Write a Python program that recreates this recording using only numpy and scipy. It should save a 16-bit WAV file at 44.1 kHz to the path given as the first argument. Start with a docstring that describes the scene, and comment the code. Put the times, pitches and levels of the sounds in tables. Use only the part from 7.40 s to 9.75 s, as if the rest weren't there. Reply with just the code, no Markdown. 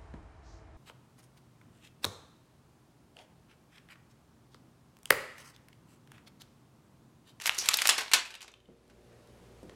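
"""Boot off a plastic container

Tiled kitchen, one microphone close in. A boot rolls off a thin clear plastic container on the floor:
the walls crinkle, buckle in sharp snaps, spring back in two loud pops and tick as they settle.
Two soft steps follow. The background of room murmur and mains hum dips after the loud snaps
and comes back up as the recorder's gain recovers."""
import sys
import numpy as np
from scipy import signal
from scipy.fft import rfft, irfft, next_fast_len
from scipy.io import wavfile
from scipy.ndimage import map_coordinates

SR = 44100
rng = np.random.default_rng(int(sys.argv[2]) if len(sys.argv) > 2 else 0)


def bounce(signal):
    """Save signal as a 16-bit WAV file at the path given by the first command-line argument."""
    frames = np.transpose(np.atleast_2d(signal))
    limited = np.clip(frames, -1, 1)
    pcm = np.round(limited * 32767).astype(np.int16)
    wavfile.write(sys.argv[1], SR, pcm)


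N = 103635
TIME = np.arange(N) / SR
EVENT_TIME = TIME[:SR // 3]
FFT_SIZE = 4096
HZ = np.fft.rfftfreq(FFT_SIZE, 1 / SR)
TILT_OCTAVES = np.log2(np.maximum(HZ, 400) / 3000)  # tilts pivot at 3 kHz, flat below 400 Hz

# Spectrum of the thin plastic wall: f/Hz, level/dB
PLASTIC_COLOUR = [(60, -32), (200, -18.5), (450, -11), (900, -2.5), (2500, 3), (5000, -1), (9000, -6),
                  (13000, -12.5), (16000, -28)]


def amp(db):
    """Decibels to gain."""
    return 10 ** (np.asarray(db) / 20)


def unit_rms(x):
    """Scale to rms 1."""
    return x / np.sqrt(np.mean(x ** 2) + 1e-20)


def over_frequency(points, hz=HZ):
    """Read (f/Hz, value) points on a log axis."""
    f, values = np.transpose(points)
    return np.interp(np.log(hz + 1), np.log(f + 1), values)


def envelope(points):
    """Gain at every sample from (t/s, level/dB) points."""
    return amp(np.interp(TIME, *np.transpose(points)))


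def add(track, start_s, sound):
    """Mix a sound into the track."""
    part = track[max(round(start_s * SR), 0):][:len(sound)]
    part += sound[:len(part)]


def coloured(x, colour_db):
    """Minimum-phase filter of unit energy, its shape given on the HZ grid."""
    cepstrum = irfft(np.log(np.maximum(amp(colour_db), 1e-6)))
    cepstrum[1:FFT_SIZE // 2] *= 2
    cepstrum[FFT_SIZE // 2 + 1:] = 0
    pulse = irfft(np.exp(rfft(cepstrum)))
    return signal.fftconvolve(x, pulse / np.linalg.norm(pulse))[:len(x)]


def mode(hz, db, t60, t=EVENT_TIME, phase=0):
    """A struck resonance: a sine that falls 60 dB in t60 seconds."""
    return amp(db - 60 * t / t60) * np.sin(2 * np.pi * hz * t + phase)


def burst(t60, colour_db, spike_db):
    """A spike and a dying flutter, coloured by the body that gives way."""
    fade = amp(-60 * EVENT_TIME / t60)
    flutter = fade * rng.standard_normal(len(fade))
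    flutter[0] = amp(spike_db)
    sound = coloured(flutter, colour_db)
    return sound * np.linalg.norm(fade) / np.linalg.norm(sound)


def in_kitchen(x, send_db=0):
    """Direct sound, then a tail off tiles and cupboards and the boom of a low room mode."""
    # Reverberation time: f/Hz, t60/s
    decay = [(150, .3), (400, 0.2), (1000, 0.27), (2800, .3), (7000, .25), (14000, .17)]
    # Spectrum of the reflections: f/Hz, level/dB
    colour = [(150, 6.5), (1000, 5.5), (2800, 1), (7000, 0), (14000, -5)]
    hz, t, noise = signal.stft(rng.standard_normal(SR // 2), SR, nperseg=256)
    gain = amp(over_frequency(colour, hz)[:, None] - 60 * t / over_frequency(decay, hz)[:, None])
    tail = signal.istft(noise * gain, SR, nperseg=256)[1]
    t = TIME[:len(tail)]
    tail *= 1 - np.exp(-t / .008)  # reflections build up
    response = amp(-9 + send_db) * tail / np.linalg.norm(tail)
    response += mode(hz=180, db=-56, t60=.17, t=t)
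    response[0] = 1  # direct path to the microphone
    return signal.fftconvolve(x, response)


def room_tone():
    """The kitchen's murmur and an appliance hum whose partials waver in level and pitch."""
    # Spectrum of the murmur: f/Hz, level/dB
    murmur_colour = [(25, -20.5), (60, -11), (90, -9), (125, -5), (150, -14), (230, -8), (290, -12),
                     (390, -5), (560, -15), (820, -17), (1500, -23.5), (4000, -29), (10700, -36),
                     (16000, -46.5)]
    # Partials of the hum: f/Hz, relative level/dB
    partials = [(59.3, -8), (118.6, -11), (178, -15.5), (237, -14), (385, -18), (473, -13.5), (527, -20),
                (587, -16)]
    # The recorder's gain dipping and recovering, as a set curve on the background: t/s, level/dB
    recorder_gain = [(0, -65.5), (.3, -62.5), (.55, -69.5), (.95, -67.5), (1.15, -66.5), (1.4, -64),
                     (1.7, -58.5), (2.05, -56), (2.35, -56.5)]
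    waver, mains_hz = .25, partials[0][0]
    murmur = unit_rms(coloured(rng.standard_normal(N), over_frequency(murmur_colour)))
    hum = np.zeros(N)
    for hz, db in partials:
        knots = rng.standard_normal((2, 16))
        swell, drift = [map_coordinates(row, [np.linspace(0, 15, N)]) for row in knots]
        phase = 2 * np.pi * hz * TIME + waver * drift * hz / mains_hz
        hum += amp(db) * np.sqrt(2) * (1 + waver * swell) * np.sin(phase)
    return envelope(recorder_gain) * (amp(-2) * murmur + hum)


def crinkle():
    """Tiny creases tick at random while the plastic is strained."""
    # Crinkling under the sole: t/s, level/dB
    levels = [(0, -45.5), (.05, -47), (.16, -46.5), (.3, -39.5), (.45, -36.5), (.6, -46.5), (.7, -56.5),
              (.8, -90)]
    creases_per_s, spread_db, t60 = 800, 1.5, .022
    onsets = rng.random(N) < creases_per_s / SR
    spikes = onsets * amp(spread_db * rng.standard_normal(N)) * rng.choice([-1, 1], N)
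    fade = amp(-60 * TIME[:FFT_SIZE] / t60)
    flutter = signal.fftconvolve(np.abs(spikes), fade)[:N] * rng.standard_normal(N)
    ticks = coloured(.4 * unit_rms(spikes) + unit_rms(flutter), over_frequency(PLASTIC_COLOUR))
    return in_kitchen(unit_rms(ticks) * envelope(levels))[:N]


def wall_snaps():
    """Each patch of wall flips over with a crack of its own colour and a brief note."""
    # Buckling patches: t/s, level/dB, t60/s, tilt/(dB/octave), resonance f/Hz, its boost/dB
    snaps = [ (.0005, -37, .015, -1, 6000, 2.5), (.0195, -36, .015, 5, 6500, 0),
             (.0393, -39.5, .025, 4, 7000, 4), (.0582, -19, 0.018, -.5, 4700, 5.5),
             (.0662, -24.5, .05, 1, 12000, 5), (.0742, -23, .035, -1.5, 12000, 5.5),
             (.0947, -8.5, .003, -3, 2920, 8), (.146, -37.5, .03, 3.5, 6000, 2.5),
             (0.181, -41, 0.045, -6.5, 352, 11), (0.1829, -21.5, 0.0029, 2.5, 7000, 7),
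             (.186, -20, .009, 5.5, 6000, 7), (.188, -29.5, .2, 5.5, 5600, 19),
             (.225, -41, .03, -8, 850, 12.5), (.258, -30.5, .05, 1.5, 3600, 1.5),
             (.2877, -10.5, 0.016, 2.5, 7300, 7.5), (.2885, -28, 0.052, -3, 1183, 15.5),
             (.3357, -25.5, .04, 2, 4322, 11.5), (.3407, -15.5, 0.027, 2, 4830, 2.5),
             (.3715, -20, 0.0092, 6, 12000, 11.5), (.3875, -22, .035, 0.5, 3100, 8),
             (.414, -32, .04, 2, 2200, 7.5), (.4185, -18.5, .026, 0, 6500, 1),
             (.4548, -19.5, .035, -2, 3000, -1.5), (.465, -30, .03, 0, 2000, -1),
             (0.473, -9.5, 0.0051, 7, 7200, 4), (.4813, -19, .01, 4, 11500, 1),
             (.4903, -22, 0.036, 0, 750, 6), (.4915, -10.5, .011, 0, 10500, 5),
             (.495, -13.5, .04, 2, 3600, 3.5), (.507, -24, .075, -2, 3088, 11),
             (.549, -48, .03, 4.5, 11000, 3.5), (.58, -25.5, .09, -1.5, 900, 0.5),
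             (.592, -34, .02, 7, 4000, 5), (.608, -32, .07, -1.5, 2500, -1.5),
             (0.661, -41, 0.045, -6, 3000, 0.5), (0.6808, -39, .02, -3.5, 4200, 10.5),
             (.7152, -28.5, .06, -0.5, 2600, 5), (.735, -11.5, .045, 1.9, 4700, 3),
             (0.7403, -17.5, .07, -1, 2800, 3.5), (.852, -43.5, 0.19, -1.5, 3040, 4.5),
             (0.9053, -43.5, 0.061, -1, 8000, 1), (.922, -52.5, 0.14, -3.5, 2980, 9),
             (0.9411, -40, 0.026, -1, 2400, 6), (.9515, -40, .035, -0.5, 6000, 1),
             (1.0067, -45.5, 0.062, 1, 2900, 12.5), (1.0175, -42.5, 0.029, 0, 6500, 5),
             (1.0275, -43.5, 0.041, 0, 6500, 4), (1.045, -47, .02, -4, 6500, 4),
             (1.0795, -46, .04, -1.5, 4300, 5), (1.117, -57.5, .02, 4, 6500, 18),
             (1.1395, -46, 0.0092, -3, 3100, 18.5), (1.2025, -61, .015, 0, 3100, 16),
             (1.2568, -63.5, .015, -4, 3100, 19)]
    release_s, ring_above_db, patch_octaves = .485, -36, .41
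    out = np.zeros(N)
    for start_s, db, t60, tilt, patch_hz, boost_db in snaps:
        resonance = 1 / (1 + (np.log2((HZ + 1) / patch_hz) / patch_octaves) ** 2)
        colour_db = over_frequency(PLASTIC_COLOUR) + tilt * TILT_OCTAVES + boost_db * resonance
        spike_db = 4.5 + 10 * np.log10(.017 / t60)  # shorter snaps are more spike than flutter
        crack = burst(t60, colour_db, spike_db)
        ping = mode(patch_hz, db=boost_db - 20, t60=min(2 * t60, .03))
        released = start_s > release_s
        # Less reaches the room while the boot covers the plastic.
        sound = in_kitchen(crack + ping, send_db=0 if released else -5)
        if released and db > ring_above_db:
            add(sound, 0, amp(-8) * np.sqrt(t60) * shell_ring(colour_db))
        add(out, start_s, amp(db) * sound)
    return out


def shell_ring(snap_colour_db):
    """Free of the sole, the whole shell rings, each mode as strongly as the snap drives it."""
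    # Modes of the container: f/Hz, level/dB
    shell_modes = [(829, -10.5), (985, -12.5), (1167, -3.5), (1650, -4), (1940, -4), (2164, -3.5),
                   (2399, -3), (2625, -1), (2892, -4.5), (3147, -4.5), (3309, -3.5), (3465, -2.5),
                   (3757, -6), (4268, -5), (4745, -5.5)]
    hz, db = np.transpose(shell_modes)[:, :, None]
    drive_db = np.interp(hz, HZ, snap_colour_db - snap_colour_db.max())
    scatter_db = 2 * rng.standard_normal(hz.shape)
    phase = rng.uniform(0, 2 * np.pi, hz.shape)
    return mode(hz, db + drive_db + scatter_db, t60=.19, phase=phase).sum(0)


def footfalls():
    """Each dull thud knocks a damped note from the sole and rings the floor."""
    # Heel and sole meeting the tiles: t/s, level/dB, t60/s, knock f/Hz
    contacts = [(1.288, -49.5, 0.051, 480), (1.299, -52, 0.065, 352), (2.23, -43.5, 0.045, 520),
                (2.242, -49.5, .05, 283), (2.253, -49.5, 0.067, 280), (2.318, -49, .025, 352)]
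    # Spectrum of the thud: f/Hz, level/dB
    thud_colour = [(50, -22.5), (120, -8), (190, 11), (330, 8.5), (500, 1.5), (800, -15), (1500, -26),
                   (5000, -49), (15000, -55)]
    floor = mode(hz=184.6, db=-9.5, t60=.11)
    out = np.zeros(N)
    for start_s, db, t60, knock_hz in contacts:
        thud = burst(t60, over_frequency(thud_colour), spike_db=17)
        knock = mode(knock_hz, db=-2.5, t60=t60)
        add(out, start_s, amp(db) * in_kitchen(thud + knock + floor))
    return out


def leather_scuffs():
    """Boot leather ticks and scuffs lightly as the feet move."""
    # Ticks and scuffs: t/s, level/dB, t60/s, tilt/(dB/octave)
    scuffs = [(1.479, -68, 0.027, 7), (1.499, -59.5, 0.072, -1), (1.718, -64, 0.22, -5.5),
              (1.874, -58, 0.0084, 6), (2.231, -59, .03, 5), (2.2958, -43.5, 0.015, -5),
              (2.312, -66.5, 0.18, -5.5)]
    # Spectrum of the leather: f/Hz, level/dB
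    leather_colour = [(60, -27), (300, -10), (900, -3), (2100, -1.5), (3500, -4.5), (6000, -8),
                      (10000, -13), (16000, -29)]
    out = np.zeros(N)
    for start_s, db, t60, tilt in scuffs:
        colour_db = over_frequency(leather_colour) + tilt * TILT_OCTAVES
        add(out, start_s, amp(db) * in_kitchen(burst(t60, colour_db, spike_db=16)))
    return out


def scene():
    """Container, boots and kitchen at one close microphone."""
    return (wall_snaps() + crinkle() + footfalls() + leather_scuffs() + room_tone())[None]


def record(dry):
    """The recorder cuts off steeply at the top of its band."""
    cutoff_hz = 16300
    size = next_fast_len(N + FFT_SIZE)
    hz = np.fft.rfftfreq(size, 1 / SR)
    lowpass = 1 / np.sqrt(1 + (hz / cutoff_hz) ** 120)
    return irfft(rfft(dry, size) * lowpass, size)[:, :N]


dry = scene()
out = record(dry)
bounce(out)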